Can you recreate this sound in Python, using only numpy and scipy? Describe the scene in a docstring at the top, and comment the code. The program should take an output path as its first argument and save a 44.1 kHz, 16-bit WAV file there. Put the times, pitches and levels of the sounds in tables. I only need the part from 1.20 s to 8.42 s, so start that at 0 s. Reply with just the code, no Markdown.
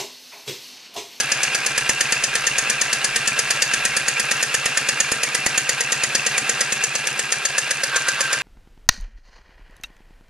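"""Small steam engine on a table

A model twin-cylinder steam engine runs on compressed air in a tiled room, close to a hand-held camera.
Once a turn the slack in its linkage rattles in a run of noise bursts, with fading sine rings and low pops.
Between the knocks the exhaust rasps, whistles and throbs: shaped noise, warbling tones and gliding puffs.
Near the end the engine slows, then picks up again with a light scrape of ringing noise."""
import sys
import numpy as np
from scipy import signal
from scipy.fft import rfft, irfft
from scipy.io import wavfile

SR = 44100
rng = np.random.default_rng(int(sys.argv[2]) if len(sys.argv) > 2 else 0)


def bounce(signal):
    """Save signal as a 16-bit WAV file at the path given by the first command-line argument."""
    frames = np.transpose(np.atleast_2d(signal))
    limited = np.clip(frames, -1, 1)
    pcm = np.round(limited * 32767).astype(np.int16)
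    wavfile.write(sys.argv[1], SR, pcm)


N = 318402
TIME = np.arange(N) / SR
FULL_SPEED = 8.7  # turns per second

# Crank speed. Each row: time in seconds, speed in turns per second.
SPEED = [(0, 8.703), (2.1, 8.667), (4.3, 8.708), (5, 8.745), (5.6, 8.718), (5.8, 8.577), (6.13, 7.569),
         (6.4, 7.81), (7.22, 8.316)]
# Strength of the air flow. Each row: time in seconds, relative level in dB.
AIR_LEVEL = [(0, -25.4), (1, -25), (2.8, -25), (4.1, -26), (5.45, -25.5), (5.85, -27), (6.7, -27),
             (7.2, -25.5)]
# Tone colour of the metalwork, also used for the hiss. Each row: frequency in Hz, relative level in dB.
METAL = [(40, -27), (150, -11), (500, -14), (1100, -11), (1700, 4.5), (2200, 0), (2800, 0.5), (3900, -4.5),
         (4700, -4.5), (6500, 1.5), (9000, -2), (11500, -6.5)]


def gain_of(db):
    """Turns decibels into a factor."""
    return 10 ** (np.asarray(db) / 20)


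def evened(x):
    """Scales a signal to an rms (average strength) of 1."""
    return x / np.sqrt(np.mean(x ** 2) + 1e-20)


def read(points, hz):
    """Reads a spectrum between its points on a log-frequency axis."""
    f, value = np.transpose(points)
    return np.interp(np.log(hz + 1), np.log(f + 1), value)


def curve(rows, column):
    """Joins one column of a table by straight lines in time."""
    rows = np.asarray(rows)
    return np.interp(TIME, rows[:, 0], rows[:, column])


def add(mix, s, sound):
    """Mixes a sound in at a time in seconds."""
    part = mix[max(round(s * SR), 0):][:len(sound)]
    part += sound[:len(part)]


def coloured(x, spectrum, rings=(), size=8192):
    """Passes x through a body of unit energy with a broad spectrum and ringing peaks."""
    hz = abs(np.fft.fftfreq(size, 1 / SR))
    db = read(spectrum, hz)
    for f, width, boost in rings:
        db = db + boost / (1 + (2 * (hz - f) / width) ** 2)
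    # minimum phase: the body answers only after it is struck
    phased = np.exp(np.conj(signal.hilbert(np.log(gain_of(db)))))
    response = np.fft.ifft(phased).real[:size // 2]
    return signal.oaconvolve(x, response / np.linalg.norm(response))[:N]


def wander(rate_hz):
    """Smooth random movement with an rms of 1; a higher rate moves faster."""
    hz = np.fft.rfftfreq(N, 1 / SR)
    smooth = rfft(rng.standard_normal(N)) * np.exp(-(hz / rate_hz) ** 2)
    return evened(irfft(smooth, N))


def swell(t, peak_s):
    """A rise to 1 at peak_s and a fall after it."""
    return t / peak_s * np.exp(1 - t / peak_s)


def crank(first_knock_s=.0014):
    """Adds up the speed into turns made so far; each whole number is a knock."""
    return np.cumsum(curve(SPEED, 1)) / SR - first_knock_s * FULL_SPEED


def sag(s):
    """Turns per second below full speed at a time."""
    return FULL_SPEED - np.interp(s, *np.transpose(SPEED))


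def passes(angle, share):
    """The times at which the crank passes one point of its turn."""
    return TIME[1:][np.diff(np.floor(angle - share)) > 0]


def knocking(angle, uneven_db=.5):
    """One knock a turn, each a little different: rows of seconds and dB."""
    # Strength of the knock before its chance part. Each row: time in seconds, relative level in dB.
    knock_level = [(0, -22), (.7, -20), (2, -20), (4.2, -20.5), (5.4, -22), (5.95, -24), (6.2, -21.5),
                   (7.2, -21.5)]
    s = passes(angle, 0)
    db = np.interp(s, *np.transpose(knock_level)) + uneven_db * rng.standard_normal(len(s))
    return np.column_stack([s, db])


def dispersed(x, delay_s=0.0005):
    """In metal the high bending waves outrun the low ones; delay_s is the travel time at 4 kHz."""
    hz = np.fft.rfftfreq(N, 1 / SR)
    return irfft(rfft(x) * np.exp(-4j * np.pi * delay_s * np.sqrt(4000 * hz)), N)


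def rattle(angle, knocks, level_db=21.5, stretch=.05, jitter_s=.0001, ticks_db=-1,
           chatter=1.8, chatter_s=0.00059):
    """The linkage takes up its slack in a quick run of blows; the valve gear ticks in between."""
    # The blows within one knock. Each row: delay in seconds before chance shifts, relative level in dB.
    blow_rows = [(.0002, 2), (.0009, -3.5), (.0024, 3), (.0037, 7), (.0046, -1), (.006, -4), (.0081, 3.5),
                 (0.0107, -1)]
    # Valve gear ticks. Each row: share of a turn, relative level in dB.
    tick_rows = [(0.286, -5.5), (0.361, -6.5), (0.496, -5.5), (0.889, -11)]
    # Resonances of the struck metal. Each row: frequency in Hz, width in Hz, boost in dB.
    metal_rings = [(4544, 120, 11), (4980, 250, 10), (5884, 156, 7.5), (6290, 190, 4.5), (6700, 105, 9.5),
                   (8150, 330, 2), (10030, 680, 5.5)]
    blows, t = np.zeros(N), np.arange(SR // 200) / SR

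    def strike(at, db):
        """Loose metal chatters for an instant after the first contact."""
        contact = rng.standard_normal(len(t)) * np.exp(-t / chatter_s)
        contact = chatter * contact / np.linalg.norm(contact)
        contact = contact + (t == 0)  # the first contact is a single click
        add(blows, at, gain_of(db) * contact / np.linalg.norm(contact))

    for s, knock_db in knocks:
        pace = 1 + stretch * rng.standard_normal()
        for delay, db in blow_rows:
            at = s + delay * pace + jitter_s * rng.standard_normal()
            strike(at, level_db + knock_db + db)
    for share, db in tick_rows:
        for at in passes(angle, share):
            strike(at, ticks_db + db)
    return dispersed(coloured(blows, METAL, metal_rings))


def frame(knocks, ring_db=-3, ring_s=0.0055, ring_spread=0.026,
          rebound_db=-5, rebound_s=.0075, rebound_drop=0.02,
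          board_s=0.0027, board_spread=0.033, uneven_db=1.0, table_hz=212, table_s=0.005):
    """Each knock rings the frame, the baseboard and the table as swelling, fading sines."""
    # Low rings under each knock, changing over time; the table is weaker once the engine slows.
    # Each row: time in seconds, middle baseboard pitch in Hz,
    # baseboard level and table level in dB against the knock.
    board_rows = [(0, 510, -6, -18), (2, 510, -8.5, -18.5), (3.5, 507, -6, -18.5), (5.4, 508, -3.5, -18),
                  (6.1, 534, -4, -29), (7.2, 537, -1.5, -22)]
    # Middle pitch of the frame's ring. Each row: time in seconds, pitch in Hz.
    ring_pitch = [(0, 1692), (1.1, 1795), (2.3, 1737), (3.1, 1880), (3.6, 1793), (4.1, 1935), (5, 1883),
                  (6, 1750), (7.2, 1720)]
    out, t = np.zeros(N), np.arange(SR // 16) / SR
    when, *below = np.transpose(board_rows)
    for s, knock_db in knocks:
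        board_hz, board_db, table_db = (np.interp(s, when, column) for column in below)
        board_hz *= 1 + board_spread * rng.standard_normal()
        board_db += uneven_db * rng.standard_normal()
        hz = np.interp(s, *np.transpose(ring_pitch)) * (1 + ring_spread * rng.standard_normal())
        ring = gain_of(ring_db) * swell(t, ring_s) * np.sin(2 * np.pi * (hz * t + rng.random()))
        board = gain_of(board_db) * swell(t, board_s) * np.sin(2 * np.pi * board_hz * t)
        table = gain_of(table_db) * swell(t, table_s) * np.sin(2 * np.pi * table_hz * t)
        add(out, s, gain_of(knock_db) * (ring + board + table))
        # the rebound rings a little lower, so each knock ends in a falling note
        low_hz = hz * (1 - rebound_drop)
        rebound = swell(t, ring_s) * np.sin(2 * np.pi * (low_hz * t + rng.random()))
        add(out, s + rebound_s, gain_of(knock_db + rebound_db) * rebound)
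    return out


def pops(knocks, level_db=23, usual_db=-52, spread_db=9, sag_db=16, width_s=0.00011, delay_s=0.0039):
    """A short low pop follows each knock, mostly faint, fainter at low speed, now and then strong."""
    # Pops of set size, given to the nearest knock. Each row: time in seconds, relative level in dB.
    pop_rows = [(.69, -31.5), (.92, -41), (3.46, -36), (3.92, -31.5), (4.26, -29.5), (4.38, -40),
                (4.83, -39), (4.95, -37), (5.52, -39)]
    out, t, times = np.zeros(N), np.arange(SR // 100) / SR, knocks[:, 0]
    sizes_db = usual_db + spread_db * rng.uniform(-1.2, 1, len(times)) - sag_db * sag(times)
    for s, db in pop_rows:
        sizes_db[np.argmin(abs(times - s))] = db
    pulse = -np.exp(-((t - delay_s) / width_s) ** 2 / 2)
    for s, db in zip(times, sizes_db):
        add(out, s, gain_of(level_db + db) * pulse)
    return out


def port_flow(angle):
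    """Rise of the air flow, in relative dB, as each port opens and shuts."""
    # Puffs of air in each turn. Each row: share of a turn, half width in turns, relative rise in dB.
    puff_rows = [(.1, 0.084, 2.5), (.425, 0.03, 5), (.61, 0.036, 4), (.79, 0.06, 5), (.92, 0.039, 3)]
    flow_db = np.zeros(N)
    for share, width, db in puff_rows:
        distance = (angle - share + .5) % 1 - .5  # turns from the middle of the puff
        flow_db += db * np.exp(-(distance / width) ** 2 / 2)
    return flow_db


def exhaust(angle, level_db=-0.21, port_depth=0.78, sputter_db=1.48, gust_db=1.0):
    """Air sputters through the ports as they open and shut, and resonates in the pipe."""
    # Tone colour of the exhaust. Each row: frequency in Hz, relative level in dB.
    exhaust_colour = [(70, -45.5), (150, -24), (320, -19.5), (480, -12), (800, -14), (1050, -11),
                      (1400, -10), (1700, -8), (2050, -6.5), (2700, -10), (3100, -11), (4500, -13),
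                      (6500, -21), (11500, -21.5)]
    # Pipe resonances. Each row: frequency in Hz, width in Hz, boost in dB.
    pipe_rings = [(1214, 22, 4.8), (1350, 19, 12.6), (1614, 125, 11), (2387, 43, 10), (2697, 96, 11),
                  (2800, 31, 10.5)]
    flow_db = port_depth * port_flow(angle) + sputter_db * wander(280) + gust_db * wander(47)
    air = evened(gain_of(flow_db) * rng.standard_normal(N))
    return coloured(air * gain_of(curve(AIR_LEVEL, 1) + level_db), exhaust_colour, pipe_rings)


def whistle(angle, level_db=-7.5, centre_hz=2560, swing_hz=125, width_hz=90, steepness=2.36,
            gust_db=1.5, speed_power=4):
    """At full flow the ports break into fuzzy, warbling whistles; they fade when the engine slows."""
    flow_db = steepness * port_flow(angle) + gust_db * wander(32)
    speed = curve(SPEED, 1) / FULL_SPEED
    turn = 2 * np.pi * np.cumsum(centre_hz + swing_hz * wander(30.08)) / SR
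    # two randomly changing strengths make the tone fuzzy
    tone = wander(width_hz) * np.cos(turn) + wander(width_hz) * np.sin(turn)
    whistles = evened(tone * gain_of(flow_db) * speed ** speed_power)
    return whistles * gain_of(curve(AIR_LEVEL, 1) + level_db)


def leak(angle, level_db=-11, widest=0.12, depth=1.0):
    """A thin hiss escapes at the glands, widest at one point of each turn."""
    opening = 1 + depth * np.cos(2 * np.pi * (angle - widest))
    hiss = rng.standard_normal(N) * opening * gain_of(curve(AIR_LEVEL, 1) + level_db)
    return coloured(hiss, METAL)


def hum(waver=0.34):
    """Faint steady tones under the knocking waver a little in strength and phase."""
    # The tones. Each row: frequency in Hz, relative level in dB.
    tone_rows = [(209, -58), (388, -58), (630, -59.5), (705, -60), (728, -54), (753, -52.5), (777, -54),
                 (801, -55), (1216, -57)]
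    # How the tones rise and fall together. Each row: time in seconds, change in dB.
    tone_level = [(0, 1.5), (3, -0.5), (5.5, 2), (6.2, 0), (7.2, -12)]
    out = np.zeros(N)
    for hz, db in tone_rows:
        size, drift = wander(3), wander(3)
        tone = np.sin(2 * np.pi * hz * TIME + waver * drift)
        out += gain_of(db) * np.sqrt(2) * (1 + waver * size) * tone
    return out * gain_of(curve(tone_level, 1))


def rumble():
    """Soft low handling noise of the hand-held camera, at one microphone."""
    # Strength of the rumble. Each row: time in seconds, level in dB.
    rumble_level = [(0, -58), (1.8, -59), (3.4, -66), (5.8, -64), (7.2, -66)]
    # Tone colour of the rumble. Each row: frequency in Hz, relative level in dB.
    rumble_colour = [(15, -3), (48, 3), (70, -12), (120, -9), (300, -19), (1000, -68)]
    return coloured(rng.standard_normal(N), rumble_colour) * gain_of(curve(rumble_level, 1))


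def throb(angle, opens=0.34, pipe_hz=129, glide_hz_per_s=280, rise_s=0.0013, length_s=0.042,
          level_db=-37, sag_db=3.0, uneven_db=0.85, overtone=0.16):
    """The exhaust valve's puff swings in the long pipe, rising a little in pitch; weaker at low speed."""
    openings = np.diff(np.floor(angle - opens), prepend=np.floor(-opens))
    puffs = openings * gain_of(level_db - sag_db * sag(TIME) + uneven_db * wander(7.7))
    t = np.arange(SR // 12) / SR
    turn = 2 * np.pi * np.cumsum(pipe_hz + glide_hz_per_s * t) / SR
    shape = (1 - np.exp(-(t / rise_s) ** 2)) * np.exp(-(t / length_s) ** 4)
    swing = -(np.sin(turn) + overtone * np.sin(2 * turn)) * shape
    return signal.oaconvolve(puffs, swing)[:N]


def chuff(angle, level_db=-43, widest=.41, width=0.058, sag_db=5):
    """A dull rush of air leaves the pipe early in each throb."""
    # Tone colour of the rush. Each row: frequency in Hz, relative level in dB.
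    chuff_colour = [(50, -21), (130, -9), (230, 1), (330, -2.5), (700, -26), (3000, -57)]
    opening = np.exp(-((angle % 1 - widest) / width) ** 2 / 2)
    rush = rng.standard_normal(N) * opening * gain_of(level_db - sag_db * sag(TIME))
    return coloured(rush, chuff_colour)


def drone(hz=45, level_db=-59, start_s=0.44, end_s=3.15, fade_s=.15, waver=.25):
    """A faint deep sine sounds for a few seconds, wavering a little."""
    gate = np.clip(np.minimum(TIME - start_s, end_s - TIME) / fade_s + .5, 0, 1)
    size = 1 + waver * wander(4)
    tone = np.sqrt(2) * np.sin(2 * np.pi * hz * TIME + waver * wander(4))
    return gain_of(level_db) * gate * size * tone


def scrape(angle, touches=0.96, depth_db=7, grain_db=2):
    """The shaft rubs during part of each turn: noise through a ringing body."""
    # Strength of the scrape. Each row: time in seconds, relative level in dB.
    scrape_level = [(6.3, -50), (6.62, -36), (6.76, -19), (6.88, -24.5), (7.0, -24.5), (7.12, -26.5),
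                    (7.22, -21)]
    # Tone colour of the scrape. Each row: frequency in Hz, relative level in dB.
    scrape_colour = [(200, -25), (800, -15), (1100, -4), (1500, -6.5), (1900, -11.5), (4000, -10.5),
                     (11000, -43)]
    # Resonances of the scrape. Each row: frequency in Hz, width in Hz, boost in dB.
    scrape_rings = [(1110, 56, 5), (1410, 64, 9.5), (1572, 55, 21.5)]
    pressure_db = depth_db * (np.cos(2 * np.pi * (angle - touches)) - 1) + grain_db * wander(250)
    rub = rng.standard_normal(N) * gain_of(curve(scrape_level, 1) + pressure_db)
    return coloured(rub, scrape_colour, scrape_rings)


def ports(x, lag_s=.00003):
    """The engine reaches the left microphone slightly later, and each has its own colour."""
    # The microphone pair. Each row: frequency in Hz, left minus right in dB.
    balance_db = [(100, -1.5), (2000, -1), (3700, -1), (5200, 1.5), (6700, 3), (8400, 1.5), (9700, -6.5),
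                  (11300, -2)]
    hz = np.fft.rfftfreq(N, 1 / SR)
    half = gain_of(read(balance_db, hz) / 2) * np.exp(-1j * np.pi * hz * lag_s)
    return irfft(rfft(x) * np.array([half, 1 / half]), N)


def scattered(x, level_db=-6, fade_s=0.0017, count=6):
    """Treble bounces off chimney and baseboard to each microphone; paths change as the camera moves."""
    t = np.arange(SR // 100) / SR
    treble = signal.butter(2, 3500, "highpass", fs=SR, output="sos")
    taps = signal.sosfilt(treble, rng.standard_normal((count, 2, len(t))) * swell(t, fade_s))
    taps /= np.linalg.norm(taps, axis=2, keepdims=True)
    place = np.linspace(0, count - 1, N)
    out = np.zeros((2, N))
    for k, paths in enumerate(taps):
        # each set of paths fades smoothly into the next
        nearness = np.cos(np.pi / 2 * np.clip(place - k, -1, 1))
        out += nearness * signal.oaconvolve(x[None], paths, axes=1)[:, :N]
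    return gain_of(level_db) * out


def room(x, wet_db=-11, gap_s=0.008):
    """Dense reflections from tiles and walls; mostly the bass is shared by both microphones."""
    # How long echoes last. Each row: frequency in Hz, time to fall by 60 dB in seconds.
    echo_times = [(125, 0.35), (500, 0.29), (2000, 0.19), (6000, 0.45), (12000, 0.21)]
    taps = rng.standard_normal((3, SR // 2)) * (np.arange(SR // 2) > gap_s * SR)
    hz, t, z = signal.stft(taps, SR, nperseg=256)
    same = .4 / (1 + (hz[:, None] / 2500) ** 2)  # share of energy common to both sides
    z = np.sqrt(same) * z[0] + np.sqrt(1 - same) * z[1:]
    z = z * gain_of(-60 * t / read(echo_times, hz)[:, None])
    tail = signal.istft(z, SR, nperseg=256)[1]
    tail = tail / np.linalg.norm(tail[0])
    return gain_of(wet_db) * signal.fftconvolve(x[None], tail, axes=1)[:, :N]


def scene():
    """The engine's sounds follow the crank; the thin hiss and the rumble differ at the two microphones."""
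    angle = crank()
    knocks = knocking(angle)
    metal = rattle(angle, knocks)
    air = exhaust(angle) + whistle(angle) + throb(angle) + chuff(angle)
    engine = metal + frame(knocks) + pops(knocks) + air + scrape(angle)
    diffuse = np.array([leak(angle) + rumble() for _ in range(2)])
    direct = ports(engine + hum() + drone())
    return direct + scattered(metal) + room(engine) + diffuse


def record(dry, edge_hz=11600):
    """Clips peaks beyond full scale, then removes the treble above edge_hz."""
    edge = signal.firwin(511, edge_hz, window=("kaiser", 8), fs=SR)
    return signal.oaconvolve(np.clip(dry, -1, 1), edge[None], "same", axes=1)


dry = scene()
out = record(dry)
bounce(out)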